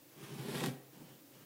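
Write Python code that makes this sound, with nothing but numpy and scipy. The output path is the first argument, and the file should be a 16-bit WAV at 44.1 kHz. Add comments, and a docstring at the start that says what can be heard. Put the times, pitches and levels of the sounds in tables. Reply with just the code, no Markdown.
"""A small room, one microphone close to an iguana's enclosure.
The scaly tail slides down the wall, faster and faster, snags a few times and stops. The scales rasp
as they stick and slip, and the wall panel rumbles and knocks under them. Faint shuffles and a padded
thud follow. Further off the room hums, and the microphone adds a little hiss."""
import sys
import numpy as np
from scipy import signal
from scipy.fft import rfft, irfft
from scipy.io import wavfile
from scipy.ndimage import uniform_filter1d

SR = 44100
rng = np.random.default_rng(int(sys.argv[2]) if len(sys.argv) > 2 else 0)


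def persist_wave(psi):
    """Save psi, clipped to +-1, as 16-bit WAV."""
    counts = np.round(np.clip(psi, -1, 1) * 32767).astype(np.int16)
    wavfile.write(sys.argv[1], SR, np.atleast_2d(counts).T)


N = 63945
T = np.arange(N) / SR

# hum of the room: f/Hz, relative density/dB
HUM_SPECTRUM = [(25, -22), (60, -35), (100, -13), (130, 1), (200, -15), (290, 2.5), (400, -10.5), (520, -6),
                (700, -16), (1500, -19), (4000, -21.5), (9000, -22.5)]
# hiss of the microphone: f/Hz, relative density/dB
HISS_SPECTRUM = [(2000, -17.5), (7000, -17), (10500, -16.5), (12500, -9), (14300, -10), (15100, -0.5),
                 (15900, -10.5)]
# rasp of the tail on the wall: t/s, level/dB
RASP_LEVELS = [(.09, -71), (.17, -65), (.235, -55.5), (.34, -55.5), (.43, -52.5), (.51, -49), (.56, -45.5),
               (.595, -46.5), (.628, -47.5), (.672, -47.5), (.72, -56.5), (.79, -71.5)]
# rasp of the scales: f/Hz, relative density/dB
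RASP_SPECTRUM = [(60, -11), (300, 6.5), (480, -24), (680, -0.5), (850, 3), (1500, -3), (2400, -2),
                 (3400, -3.5), (4400, -7), (7000, -11), (11000, -10), (15800, -19.5)]
# push of the tail on the panel: t/s, level/dB
PUSH_LEVELS = [(.15, -57), (.225, -52), (.29, -50), (.39, -46), (.465, -42), (.55, -39.5), (.585, -44),
               (.65, -35.5), (.69, -42.5), (.735, -68.5), (.82, -60)]
# modes of the wall panel, with two long-ringing room modes at 273 and 528 Hz: f/Hz, share rubbed high up/dB,
# share rubbed low down/dB, t60/s
PANEL_MODES = [(132.2, 4, -4.5, 0.78), (164.8, -6.5, -3, 0.19), (207.3, -1, -4.5, 0.15),
               (245.5, -5, -1, 0.32), (273, -15.5, -5.5, 0.56), (332.2, -2.5, -5, 0.17),
               (378.2, -7.5, -3, 0.18), (405.34, -2, -3.5, 0.43), (478.6, -14, -5, 0.14),
               (528, -17.5, -8, 0.3), (599, -15.5, -13, 0.043), (850, -35, -12, 0.016)]
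# echo of the room: f/Hz, relative density/dB
ECHO_SPECTRUM = [(150, -5), (270, -1), (450, 0), (700, 14), (1000, 0.5), (1500, 4.5), (4000, -3),
                 (9000, -13)]
# tail and body bumping the panel: t/s, level/dB, f/Hz
PANEL_BUMPS = [(.225, -38, 132.5), (0.308, -36.5, 152), (0.369, -38.5, 134.3), (.386, -32.5, 134.6),
               (.449, -39.5, 398.6), (0.488, -35, 390.6), (.518, -34, 144), (.607, -37, 156.6),
               (.647, -37, 379), (.673, -28.5, 136), (0.705, -35.5, 136.4), (1.412, -53, 150)]
# scales catching on the wall: t/s, level/dB, decay/s, tilt/(dB per octave)
SCALE_SNAGS = [(0.5501, -44, 0.011, -3.5), (.6054, -40, 0.0067, 2.5), (0.6113, -43, 0.0069, -7),
               (0.6371, -40.5, 0.0088, -5), (0.6379, -36, 0.01, 0.7), (0.666, -47.5, 0.013, 5)]
# scratch of a snag or flick: f/Hz, relative density/dB
SCRATCH_SPECTRUM = [(80, -23), (350, -3), (900, 3.5), (1450, 7.5), (2100, 1.5), (3500, 1.5), (5000, -7),
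                    (9000, -8), (15800, -16.5)]
# faint shuffles: peak t/s, rise/s, fall/s, rasp level/dB, push level/dB
SHUFFLE_SWELLS = [(.957, 0.021, 0.026, -61.5, -61), (1.013, 0.033, 0.042, -69, -65.5),
                  (1.097, 0.036, 0.058, -63, -62), (1.371, 0.032, 0.031, -63, -63.5),
                  (1.42, .013, 0.036, -65, -77)]
# rasp of the shuffles: f/Hz, relative density/dB
SHUFFLE_SPECTRUM = [(80, -12), (140, 21), (290, 2), (420, -16), (800, 4.5), (1300, -1.5), (2700, -4),
                    (3060, 2.5), (3500, -4.5), (7000, -9), (15800, -21)]
# body of the thud: f/Hz, relative density/dB
THUD_SPECTRUM = [(90, -20), (150, 3), (290, 1), (450, -18), (900, -13), (1400, -24.5), (5000, -32)]


def undb(db):
    """Decibels to gain."""
    return 10 ** (np.asarray(db) / 20)


def unit(x):
    """Scale to rms 1."""
    return x / np.sqrt(np.mean(x ** 2))


def fader(rows):
    """Gain from points of t/s, level/dB; silent outside them."""
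    times, db = np.array(rows).T
    return undb(np.interp(T, times, db, left=-np.inf, right=-np.inf))


def colour(x, spectrum, tilt=0):
    """Shape by points of f/Hz, level/dB and a tilt in dB per octave; rms 1."""
    hz, db = np.array(spectrum).T
    octave = np.log2(np.maximum(np.fft.rfftfreq(N, 1 / SR), 1))
    gain = undb(np.interp(octave, np.log2(hz), db + tilt * np.log2(hz)))
    return unit(irfft(rfft(x) * gain, N))


def waver(rate_hz):
    """Glide between random values; rms 1."""
    hold = int(SR / rate_hz)
    steps = np.repeat(rng.standard_normal(N // hold + 1), hold)
    return unit(uniform_filter1d(steps, hold)[:N])


def die_away(t60):
    """A fade that loses 60 dB in t60 seconds."""
    return np.exp(-np.log(1000) * T / t60)


def resound(x, response):
    """Pass x through an impulse response scaled to unit energy."""
    return signal.fftconvolve(x, response / np.linalg.norm(response))[:N]


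def low_cut(x, hz=130.3, order=8):
    """Roll off the bass, by default steeply below the panel's lowest mode."""
    return signal.sosfilt(signal.butter(order, hz, "high", fs=SR, output="sos"), x)


def background(hum_db=-61.5, waver_db=-0.47, hiss_db=-65.5):
    """The room's low, slightly wavering hum and the microphone's steady hiss."""
    hum = colour(rng.standard_normal(N), HUM_SPECTRUM) * undb(hum_db + waver_db * waver(rate_hz=11.06))
    hiss = undb(hiss_db) * colour(rng.standard_normal(N), HISS_SPECTRUM)
    return hum + hiss


def friction(ticks_per_s=3500, spread_db=2, rub_db=-1, judder_db=0.85):
    """Dense ticks of single scales over a smooth rub, juddering as they stick and slip."""
    catches = rng.random(N) < ticks_per_s / SR
    ticks = catches * undb(spread_db * rng.standard_normal(N)) * np.sign(rng.standard_normal(N))
    rub = undb(rub_db) * rng.standard_normal(N)
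    judder = undb(judder_db * waver(rate_hz=110.9))
    return unit((unit(ticks) + rub) * judder)


def slide():
    """Close up, the tail rasps along the wall and shakes the panel."""
    rasp = colour(friction(), RASP_SPECTRUM) * fader(RASP_LEVELS)
    rumble = panel(friction() * fader(PUSH_LEVELS))
    return rasp + rumble


def enclosure(x, level_db=-5, t60=0.08, crossfades_per_s=6.3):
    """Short treble echoes between the walls; two patterns trade places as the contact moves."""
    tails = [low_cut(rng.standard_normal(N) * die_away(t60), hz=1000, order=3) for _ in range(2)]
    turn = np.pi / 2 * crossfades_per_s * T
    echoes = np.cos(turn) * resound(x, tails[0]) + np.sin(turn) * resound(x, tails[1])
    return x + undb(level_db) * echoes


def room(x, level_db=-20.5, t60=0.65):
    """The room's faint, dull echo, well behind the direct sound at the microphone."""
    tail = colour(rng.standard_normal(N), ECHO_SPECTRUM) * die_away(t60)
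    return x + undb(level_db) * resound(x, tail)


def panel(force, descent_s=(0.43, 0.59)):
    """The wall panel rings in its modes, and the room in two of its own, whose shares shift as the contact
    moves down."""
    hz, high_db, low_db, t60 = np.array(PANEL_MODES).T[:, :, None]
    polarity = (-1) ** np.arange(len(PANEL_MODES))[:, None]
    modes = polarity / np.sqrt(t60) * die_away(t60) * np.sin(2 * np.pi * hz * T)  # equal energy each
    descent = np.interp(T, descent_s, [0, 1])
    high_up = resound(force * (1 - descent), np.sum(undb(high_db) * modes, axis=0))
    low_down = resound(force * descent, np.sum(undb(low_db) * modes, axis=0))
    return low_cut(high_up + low_down)


def bumps(attack_s=0.00035, decay_s=0.017):
    """Soft knocks against the panel, quickly damped by the body that lands on it."""
    knocks = np.zeros(N)
    for start, db, hz in PANEL_BUMPS:
        age = np.maximum(T - start, 0)
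        envelope = (1 - np.exp(-age / attack_s)) * np.exp(-age / decay_s)
        knocks += undb(db) * envelope * np.sin(2 * np.pi * hz * age)
    return low_cut(knocks)


def snags():
    """Short scratches where scales catch and let go."""
    scratches = np.zeros(N)
    for start, db, decay, tilt in SCALE_SNAGS:
        envelope = (T >= start) * np.exp(-np.abs(T - start) / decay)
        scratches += undb(db) * envelope * colour(rng.standard_normal(N), SCRATCH_SPECTRUM, tilt)
    return low_cut(scratches)


def flick(start_s=0.6607, level_db=-33, decay_s=0.0019):
    """The tail tip flicks off the wall with one bright click."""
    envelope = (T >= start_s) * np.exp(-np.abs(T - start_s) / decay_s)
    scratch = colour(np.sign(rng.standard_normal(N)), SCRATCH_SPECTRUM, tilt=4)
    return undb(level_db) * envelope * scratch


def shuffles():
    """Light rubs that swell and fade as the animal settles."""
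    rasp, push = np.zeros(N), np.zeros(N)
    for peak, rise, fall, rasp_db, push_db in SHUFFLE_SWELLS:
        width = np.where(T < peak, rise, fall)
        swell = np.exp(-0.5 * ((T - peak) / width) ** 2)
        rasp += undb(rasp_db) * swell
        push += undb(push_db) * swell
    return colour(friction(), SHUFFLE_SPECTRUM) * rasp + panel(friction() * push)


def thud(start_s=0.996, gain_db=-46, attack_s=0.012, decay_s=0.038):
    """One dull, padded contact with the floor."""
    age = np.maximum(T - start_s, 0)
    envelope = (1 - np.exp(-age / attack_s)) * np.exp(-age / decay_s)
    return undb(gain_db) * envelope * colour(rng.standard_normal(N), THUD_SPECTRUM)


def scene():
    """At the microphone, in mono: the iguana close by, the room behind it."""
    rubbing = enclosure(slide() + shuffles())
    iguana = rubbing + snags() + flick() + bumps() + thud()
    return (room(iguana) + background())[None]


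def record(dry, top_hz=15800):
    """The recorder cuts the top treble steeply."""
    return signal.sosfilt(signal.ellip(12, 0.2, 70, top_hz, fs=SR, output="sos"), dry)


dry = scene()
out = record(dry)
persist_wave(out)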